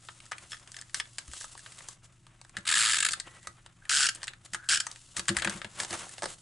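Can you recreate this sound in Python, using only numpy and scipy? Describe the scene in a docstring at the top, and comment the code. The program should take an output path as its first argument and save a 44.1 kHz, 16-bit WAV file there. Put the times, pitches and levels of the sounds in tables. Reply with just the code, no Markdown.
"""Tape runner at a desk

Adhesive tape is pulled three times: stick-slip tearing crackles through the casing and rumbles in the desk.
Casing and card click as struck resonators, narrow-band noise gives a faint whistle and creaks, and
fingers rustle as grainy friction noise.
The runner is laid down with clicks and soft thuds, impacts that ring the desk top.
A short diffuse reverberation and a quiet, humming noise floor surround the hands; the treble ends steeply.
"""
import sys
import numpy as np
from scipy import signal
from scipy.fft import rfft, irfft, next_fast_len
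from scipy.io import wavfile
from scipy.ndimage import uniform_filter1d, map_coordinates

SR = 44100
rng = np.random.default_rng(int(sys.argv[2]) if len(sys.argv) > 2 else 0)


def generate_wav(sig):
    """Save sig (samples, or channels by samples) to the path in sys.argv[1] as 16-bit PCM at SR."""
    pcm = np.round(np.clip(np.atleast_2d(sig).T, -1, 1) * 32767).astype(np.int16)
    wavfile.write(sys.argv[1], SR, pcm)


N = 282989

# Progress of the tape, one list per pull. Each row: time in seconds, slips let go so far, slip level in dB.
PULL_PROGRESS = [
    [(2.652, 0, -38.5), (2.666, 1, -34), (2.674, 2, -23.5), (2.724, 6, -23), (2.7524, 8, -22),
     (2.92, 27, -24), (2.965, 31, -24), (3.002, 33, -23), (3.048, 35, -21.5), (3.062, 36, -23.5),
     (3.085, 37, -25.5), (3.1324, 38, -27)],
    [(3.893, 0, -23.5), (3.905, 1, -23), (4.0547, 22, -23), (4.0656, 23, -23), (4.0878, 24, -23)],
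    [(4.688, 0, -22), (4.748, 9.5, -23), (4.7704, 11, -26), (4.801, 12, -25)],
]
# Desk rumble under each pull. Each entry: level relative to the tearing force in dB.
DESK_RUMBLE_DB = [-35, -35, -36]
# Casing colour, flat on the card in the first pull. Each row: frequency in Hz, relative density in dB per Hz.
CASING_FLAT = [(260, -76), (450, -42), (508, -26), (709, -32.5), (927, -16), (1120, -18), (1230, -4.5),
               (1440, -7), (1710, 0.5), (1930, -7.5), (3820, -5.5), (5060, -8), (5710, -14), (7670, -4),
               (11000, -15.5), (14300, -30), (22000, -120)]
# Casing colour, gripped tighter in later pulls. Each row: frequency in Hz, relative density in dB per Hz.
CASING_GRIPPED = [(260, -72), (450, -33), (738, -27), (1090, -27), (1230, -12), (1540, -1.5), (2120, -15.5),
                  (2740, -7.5), (3210, -7), (3620, -12.5), (5000, -7), (6030, -11.5), (7670, -7.5),
                  (8880, -10.5), (11000, -20), (14300, -29), (22000, -120)]
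TEAR_SHARE, TEAR_MOST_S = 0.44, 0.0051  # a slip tears for this share of the gap to the next, at most this long


def pulls():
    """Stick-slip: each slip tears adhesive for a few ms, driving the casing's colour and the desk's modes."""
    t = np.arange(SR // 10) / SR
    late_threads = 0.04 * amp(-60 * t / 0.4)  # threads part late

    def slip(hold):
        onset = 1 - np.exp(-t / 0.00064)
        return onset * (amp(-60 * np.maximum(t - hold, 0) / 0.024) + late_threads)

    power = np.zeros((len(PULL_PROGRESS), N))
    for track, pull in zip(power, PULL_PROGRESS):
        s, drawn, db = np.transpose(pull)
        times = np.interp(np.arange(round(drawn[-1]) + 1), drawn, s)
        holds = np.minimum(TEAR_SHARE * np.gradient(times), TEAR_MOST_S)
        for at, hold, (shift, size) in zip(times, holds, rng.standard_normal((50, 2))):
            gain = amp(np.interp(at, s, db) + 0.5 * size)
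            add(track, at + 0.00045 * shift, (gain * slip(hold)) ** 2)  # powers of overlapping slips add
    force = np.sqrt(power) * patchy(crackle(spiky_db=3.0), depth_db=2)
    rumble = ringing(amp(DESK_RUMBLE_DB) @ force, desk_modes)
    first = filtered(force[0], causal(CASING_FLAT))
    later = filtered(force[1] + force[2], causal(CASING_GRIPPED))
    return first + later + rumble


# Faint narrow whistle and creaks. Each row: start in seconds, end in seconds, level in dB,
# unsteadiness in dB, ring frequency in Hz, ring width in Hz before squaring.
NARROW_RINGS = [(3.18, 3.518, -64.5, 2, 1940, 130), (3.815, 3.9, -57.5, 4, 1520, 320),
                (4.567, 4.7, -56, 7.5, 1535, 320), (4.812, 4.86, -61, 5.5, 1535, 320)]


def whistle_and_creaks():
    """Resonance of noise: narrow rings, one near 1.9 kHz and three near 1.5 kHz, sounding unsteadily."""
    level, fits = np.zeros((len(NARROW_RINGS), N)), wobble(90)
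    for track, (start, end, db, unsteady_db, *_) in zip(level, NARROW_RINGS):
        add(track, start, amp(db) * signal.windows.tukey(round((end - start) * SR), 0.2))
        track *= amp(unsteady_db * fits)

    def rings(hz):
        return np.array([resonant([(*row[4:], 0)], hz) ** 2 for row in NARROW_RINGS])

    return ringing(level * crackle(spiky_db=3.5), rings).sum(axis=0)


# Clicks of casing and card. Each row: time in seconds, strength in dB, relative treble in dB,
# relative body in dB.
CLICK_EVENTS = [(0.0864, -31.5, -24, -8.5), (0.203, -39, -11, -24), (0.2555, -61.5, 14, -14),
                (0.314, -39, -10, -9), (0.318, -26, -10.5, -9.5), (0.3292, -26.5, -32, -29),
                (0.382, -32.5, -11.5, -29), (0.5187, -32, -9.5, -19.5), (0.5305, -30.5, -24, -17),
                (0.5441, -39.5, -15, -21), (0.5686, -46, -5, -18), (0.597, -50, 0, -13),
                (0.627, -48, -17, -20), (0.675, -44.5, -4.5, -32), (0.718, -45.5, 4.5, -26),
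                (0.7437, -36.5, -22, -23), (0.7663, -37, 0, -19.5), (0.7876, -37, -11, -40),
                (0.8132, -46.5, 8, -20), (0.8213, -44, -4, -25), (0.896, -46.5, -8, -25),
                (0.9444, -23.5, 0.5, -22.5), (0.9994, -22, -10, -20.5), (1.055, -43, -12, -13),
                (1.1838, -27, -1, -17.5), (1.28, -44, -1, -11), (1.3349, -37, -3, -7.5),
                (1.3748, -53, 7, -17), (1.4109, -38, -2, -11), (1.4428, -39.5, 1, 0), (1.552, -45, -6, 0),
                (1.6618, -37, -18, -15.5), (1.7828, -42.5, -9, -19), (1.8062, -41, -26, -9.5),
                (1.8863, -40.5, 8.5, -2), (2.2669, -46, -8.5, -7), (2.4143, -43, -4.5, -7.5),
                (2.449, -46.5, -7, -9), (2.495, -49.5, -0.5, -9), (2.5682, -21.5, -14, -22),
                (2.585, -40.5, -3, -6.5), (3.109, -35, 3, -17), (3.116, -43, 10, -17),
                (3.1208, -36.5, 11, -34), (3.1997, -27.5, -2, -21), (3.4715, -32, -3, -5),
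                (3.662, -41, -8, -9), (3.8531, -40.5, -12, -21), (4.1492, -41, 2.5, -19),
                (4.218, -39.5, -11, -23), (4.231, -31, -3, -11.5), (4.2412, -38.5, 4.5, -27),
                (4.2712, -34, -6, -19), (4.2798, -25, -13.5, -37), (4.335, -36, -15, -20),
                (4.5348, -25.5, -7, -27), (4.5461, -22, -10, -18.5), (4.8674, -31, 1, -5.5),
                (4.9147, -43.5, 8, -17), (4.9597, -40, -8, -23), (5.1671, -29, 2.5, -32),
                (5.1946, -24, -3, -11), (5.1797, -32, -10, -14), (5.2827, -18.5, -7.5, -15.5),
                (5.2904, -18, -7, -21), (5.3676, -18, -8, -15), (5.3861, -23, -9.5, -38),
                (5.397, -27, -9, -27), (5.4213, -20.5, -13, -38), (5.447, -19.5, -8.5, -15),
                (5.474, -20, -20, -16), (5.4962, -26, -5, -26), (5.6168, -30.5, -15, -21),
                (5.646, -26.5, -16, -19), (5.8011, -23, -3.5, -15), (5.8334, -33, -2, -11),
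                (5.848, -32.5, -3, -15), (5.9073, -33.5, -3.5, -15), (5.9292, -32.5, -0.5, -2.5),
                (5.9442, -39, -3, -3.5), (6.068, -49, -20, 4), (6.1817, -36.5, -7.5, -11.5),
                (6.2219, -28.5, -5, -8), (6.232, -31, 1, -3.5), (6.2401, -33, 0, -7.5),
                (6.2566, -30.5, -4, -4.5)]
# Low resonances. Each row: frequency in Hz, width in Hz before broadening, relative level through
# the casing in dB, relative level through card and desk in dB.
BODY_MODES = [(532, 370, -12.5, -1), (956, 215, -5.5, -2), (1212, 98, -2.5, -5.5)]
# Upper casing resonances. Each row: frequency in Hz, width in Hz before broadening, relative level in dB.
CASING_MODES = [(2304, 1160, -4.5), (2990, 1310, -1), (4960, 1270, -4), (6200, 400, -9), (7640, 1540, -2.5),
                (8900, 1050, -3.5), (10550, 3400, -10.5)]
# Narrow rings of the casing held free in the air. Each row: frequency in Hz, width in Hz before
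# broadening, relative level in dB.
SHELL_MODES = [(1770, 100, -19), (3495, 170, -12.5), (5230, 150, -13.5)]
HELD_FREE_FROM_S, HELD_FREE_TO_S = 0.45, 1.1
CARD_FROM_S = 5.44  # later clicks come through card and desk
CLICK_T60_S, LONGER_PER_DB = 0.028, 0.0258  # burst decay at -34 dB, log growth for each dB louder
FIRST_BLOW = 7.23  # first sample, against a burst of rms 1 before its decay


def clicks():
    """Impulse response: a blow and a short burst ring body, middle and treble modes at chance strengths."""
    upper, rows = [(1701, 330, 0.2)] + CASING_MODES, CLICK_EVENTS + ticks()
    modes = BODY_MODES + upper + SHELL_MODES
    t, hits = np.arange(SR // 10) / SR, np.zeros((len(modes), N))
    grit = np.pad(crackle(spiky_db=1), (0, SR))
    for (s, db, treble_db, body_db), chance in zip(rows, rng.standard_normal((len(rows), len(hits)))):
        t60 = CLICK_T60_S * np.exp(LONGER_PER_DB * (db + 34))
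        burst = amp(-60 * t / t60) * grit[round(s * SR):][:len(t)]
        burst[0] = FIRST_BLOW
        levels = [body_db - 0.5 + (card_db if s > CARD_FROM_S else casing_db)
                  for _, _, casing_db, card_db in BODY_MODES]
        levels += [mode_db + (-8 if hz < 4000 else treble_db - 2.0) for hz, _, mode_db in upper]
        if HELD_FREE_FROM_S < s < HELD_FREE_TO_S:
            levels += [mode_db for _, _, mode_db in SHELL_MODES]
        for track, level_db, c in zip(hits, levels, chance):
            add(track, s, amp(db + level_db + 2.14 * c) * burst)

    def squared_modes(hz):  # squaring steepens the skirts; broader single modes make up for the narrowing
        return np.array([(-1) ** k * resonant([(centre, 1.69 * width, 0)], hz) ** 2
                         for k, (centre, width, *_) in enumerate(modes)])

    return ringing(hits, squared_modes).sum(axis=0)


TICKS_A_SECOND = 4  # faint chance ticks under sliding fingers
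TICK_DB, TICK_TREBLE_DB, TICK_BODY_DB = 12, -2, -25  # strength over the steady hiss, relative colour


def ticks():
    """Random point process: click rows at chance times, their strength following the sliding."""
    s = rng.uniform(0, N / SR, int(TICKS_A_SECOND * N / SR))
    db = np.interp(s, *np.transpose(SLIDING)[:2]) + TICK_DB
    return [(at, level, TICK_TREBLE_DB, TICK_BODY_DB) for at, level in zip(s, db)]


# Knocks on the desk. Each row: time in seconds, strength in dB, relative deep thump in dB.
DESK_KNOCKS = [(1.282, -50.5, 0), (2.567, -40.5, -21), (3.129, -61, -9), (3.466, -52.5, -11),
               (4.526, -49.5, -16), (4.693, -47, -20), (5.178, -41.5, -14), (5.291, -24, -31),
               (5.37, -43, -7), (5.457, -29, -33), (5.549, -38.5, -22), (5.639, -41, -29), (5.8, -47, -24),
               (5.906, -41, -23), (6.228, -44, -23)]


def thuds():
    """Soft impact: slow-rising pushes and a shaking tail ring the desk, with a decaying deep sine below."""
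    t, pushes, deep = np.arange(SR // 4) / SR, np.zeros(N), np.zeros(N)
    for (s, db, deep_db), grit in zip(DESK_KNOCKS, rng.standard_normal((len(DESK_KNOCKS), len(t)))):
        shaking = 1.1 * amp(-60 * t / 0.17) * grit
        push = (amp(-60 * t / 0.0043) + shaking) * (1 - np.exp(-t / 0.0012))
        add(pushes, s, amp(db + 7.5) * push)
        thump = amp(-60 * t / 0.18) * (1 - np.exp(-t / 0.0032)) * np.sin(2 * np.pi * 66 * t)
        add(deep, s, amp(db + deep_db + 11.0) * thump)
    return deep + amp(-11.5) * ringing(pushes, lambda hz: desk_modes(hz) / (1 + 1j * hz / 700))


# Resonances of the desk top. Each row: frequency in Hz, width in Hz, relative level in dB.
DESK_MODES = [(99, 26, 0), (201, 25.3, 4), (342, 12.6, 3), (486, 19, -15), (575, 19, -4.5)]


def desk_modes(hz):
    """Modal superposition: the desk top answers as a sum of resonances."""
    return resonant(DESK_MODES, hz)


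# Steady sliding of skin and card. Each row: time in seconds, hiss level in dB, card body level in dB.
SLIDING = [(0, -59.5, -63.5), (.86, -62.5, -65.5), (1.5, -54.5, -64.5), (1.93, -55, -59.5),
           (1.98, -71, -71.5), (2.55, -69, -65.5), (3.15, -59, -56.5), (3.45, -62, -63), (3.68, -72.5, -68),
           (4.1, -57.5, -62), (4.33, -65, -57), (4.36, -70, -68.5), (4.85, -55.5, -61), (5.1, -60, -67.5),
           (5.45, -50, -45.5), (5.68, -62, -62), (5.8, -47.5, -50.5), (6.42, -61, -67)]
# Short swells of scraping, with one slip-like swell near 4.53 s. Each row: start in seconds,
# end in seconds, hiss in dB, card body in dB.
SHORT_SWELLS = [(0.043, 0.084, -61, -78), (0.408, 0.447, -60, -65), (0.491, 0.566, -56, -83),
                (0.713, 0.823, -62, -64), (0.952, 1.009, -44.5, -61), (1.312, 1.477, -48, -67),
                (2.027, 2.07, -62, -73), (4.154, 4.166, -46, -60), (4.446, 4.467, -50.5, -55.5),
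                (4.53, 4.549, -40, -50.5), (5.161, 5.193, -39.5, -49), (5.49, 5.6, -50, -50.5),
                (5.779, 5.843, -42.5, -45.5), (5.892, 5.973, -46, -42.5), (5.955, 6.069, -50.5, -50),
                (6.097, 6.158, -53, -57.5), (6.26, 6.357, -49.5, -54)]
# Colour of the skin's hiss. Each row: frequency in Hz, relative density in dB per Hz.
SKIN_COLOUR = [(880, -52), (1500, -31), (2080, -6), (2390, -33), (2580, -3.5), (5650, -3), (7750, 1.5),
               (11000, -6), (14300, -21), (22000, -120)]
# Colour of the card's body. Each row: frequency in Hz, relative density in dB per Hz.
CARD_COLOUR = [(120, 2.5), (200, -3.5), (463, -8), (696, -3), (815, -5.5), (1230, -1.5), (3000, -8),
               (3900, -13), (6600, -120)]


def rustle():
    """Friction noise: sliding skin hisses in clumps of grains and the card drones under it."""
    levels = amp(curves(SLIDING))
    for start, end, hiss_db, body_db in SHORT_SWELLS:
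        swell = signal.windows.tukey(round((end - start) * SR), 0.5)
        add(levels[0], start, amp(hiss_db) * swell)
        add(levels[1], start, amp(body_db) * swell)
    clumps = 1.4 * wobble(70) + 2.2 * wobble(200)  # dB

    def card_gain(hz):
        return amp(along(CARD_COLOUR, hz)) * hz ** 2 / (hz ** 2 + 130 ** 2)

    hiss = filtered(crackle(spiky_db=-1), lambda hz: amp(along(SKIN_COLOUR, hz)))
    body = filtered(crackle(spiky_db=3), card_gain)
    hiss = unit(amp(clumps) * hiss)
    body = unit(amp(0.7 * clumps + 3.45 * wobble(40)) * body)
    return levels[0] * hiss + levels[1] * body


# Reverberation. Each row: frequency in Hz, time to fall by 60 dB in seconds.
ROOM_DECAY = [(200, 0.35), (2000, 0.16), (10000, 0.12)]


def room(x):
    """Diffuse reverberation: a noise tail, in which each frequency dies at its own speed, answers x."""
    hz, t, z = signal.stft(rng.standard_normal((2, SR // 2)), SR, nperseg=256)
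    decay = amp(-60 * t / along(ROOM_DECAY, hz)[:, None])
    tail = signal.istft(z * decay, SR, nperseg=256)[1]
    delayed = np.pad(x, (130, 0))[None]
    return signal.fftconvolve(delayed, tail / np.linalg.norm(tail[0]), axes=1)[:, :N]


# Room and microphone noise. Each row: frequency in Hz, relative density in dB per Hz.
AIR_COLOUR = [(12, -29), (20, 3.5), (59, -8), (124, -2), (184, -8.5), (199, -14), (346, -16.5), (652, -58),
              (969, -44), (11000, -57), (14300, -65), (22000, -120)]
# Hum lines. Each row: frequency in Hz, relative level in dB.
HUM_LINES = [(26.9, -75), (91.5, -75), (118.4, -63.5), (172.3, -76), (339.1, -80)]


def background():
    """Stationary noise floor: nearly mono coloured noise and slightly unsteady sine lines."""
    mid, side = filtered(rng.standard_normal((2, N)), lambda hz: amp(along(AIR_COLOUR, hz)))
    air = amp(-64) * unit(np.array([mid + 0.067 * side, mid - 0.2 * side]))
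    t, hum = np.arange(N) / SR, np.zeros(N)
    for hz, db in HUM_LINES:
        hum += amp(db + 1.5 + 0.77 * wobble(2)) * np.sin(2 * np.pi * hz * t + 0.37 * wobble(11))
    return (air + hum) * amp([[0.45], [-0.45]])


def amp(db):
    """Logarithmic level: dB to amplitude gain."""
    return 10 ** (np.asarray(db) / 20)


def unit(x):
    """Power normalisation: x scaled to rms 1."""
    return x / np.sqrt(np.mean(x ** 2) + 1e-20)


def along(points, hz):
    """Logarithmic pitch: (Hz, value) points interpolated on a log axis."""
    f, v = np.transpose(points)
    return np.interp(np.log(hz + 1), np.log(f + 1), v)


def curves(rows):
    """Linear envelopes: one value per sample for each column after the time."""
    s, *cols = np.transpose(rows)
    return [np.interp(np.arange(N) / SR, s, c) for c in cols]


def wobble(rate):
    """Band-limited fluctuation: a smooth random curve with rate knots a second."""
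    knots = rng.standard_normal(int(N * rate / SR) + 4)
    return map_coordinates(knots, [np.arange(N) * rate / SR])


def filtered(x, response):
    """Linear filtering: the spectrum of x times a complex response of frequency."""
    m = next_fast_len(N + SR // 2)
    return irfft(rfft(x, m) * response(np.fft.rfftfreq(m, 1 / SR)), m)[..., :N]


def resonant(modes, hz):
    """Damped oscillators: causal response of (Hz, width in Hz, dB) resonances of alternating sign."""
    return sum((-1) ** k * amp(db) * 1j * hz * width / (centre * centre - hz * hz + 1j * hz * width)
               for k, (centre, width, db) in enumerate(modes))


def ringing(x, response):
    """Forced resonance: white x through a response scaled to mean power 1."""
    def normalised(hz):
        h = response(hz)
        return h / np.sqrt(np.mean(abs(h) ** 2, axis=-1, keepdims=True))
    return filtered(x, normalised)


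def causal(points):
    """Minimum phase: a causal response with the relative gain of (Hz, dB) points and mean power 1."""
    def response(hz):
        cepstrum = irfft(np.log(unit(amp(along(points, hz))) + 1e-6))
        cepstrum[1:len(hz) - 1] *= 2  # fold negative time onto positive
        cepstrum[len(hz):] = 0
        return np.exp(rfft(cepstrum))
    return response


def crackle(spiky_db):
    """Impulsive noise: white noise of tiny breaks of very unequal size."""
    return unit(rng.standard_normal(N) * amp(spiky_db * rng.standard_normal(N)))


def patchy(x, depth_db):
    """Time-frequency modulation: random gain in patches about one slip long and one resonance wide."""
    z = signal.stft(x, nperseg=256)[2]
    field = uniform_filter1d(rng.standard_normal(z.shape), 4, 0)  # over frequency
    field = uniform_filter1d(field, 2, 1)  # over time
    return unit(signal.istft(z * amp(depth_db * unit(field)), nperseg=256)[1][:N])


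def add(track, s, shape):
    """Superposition: adds a shape to a track from time s in seconds."""
    part = track[round(s * SR):][:len(shape)]
    part += shape[:len(part)]


# Where the hands work. Each row: time in seconds, left over right level in dB.
HAND_PLACE = [(0, 2), (2.9, 1), (3.05, 3), (3.5, .8), (5, 1.5), (5.3, 3.5), (5.65, 4), (5.75, 1.3),
              (6.42, -0.5)]


def scene():
    """Level panning: thuds keep a fixed, near-central balance; all else near, rumble too, moves with the hands."""
    near = pulls() + whistle_and_creaks() + clicks() + rustle()
    side_db, = curves(HAND_PLACE)
    direct = near * amp([side_db / 2, -side_db / 2])
    knocks = thuds() * amp([[0.6], [-0.6]])
    return knocks + direct + amp(-10) * room(near) + background()


EDGE_HZ, TOP_HZ = 11040, 12355  # steep drop near the first, nothing from the second up


def record(dry):
    """Band limiting: the camera's treble drops steeply at an edge, slopes down and then ends."""
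    def band(hz):
        step_db = -22 * np.clip((hz - EDGE_HZ) / 70 + 0.28, 0, 1)
        slope_db = -np.maximum(hz - EDGE_HZ, 0) / 45
        return amp(step_db + slope_db) * (hz < TOP_HZ)
    return filtered(dry, band)


dry = scene()
out = record(dry)
generate_wav(out)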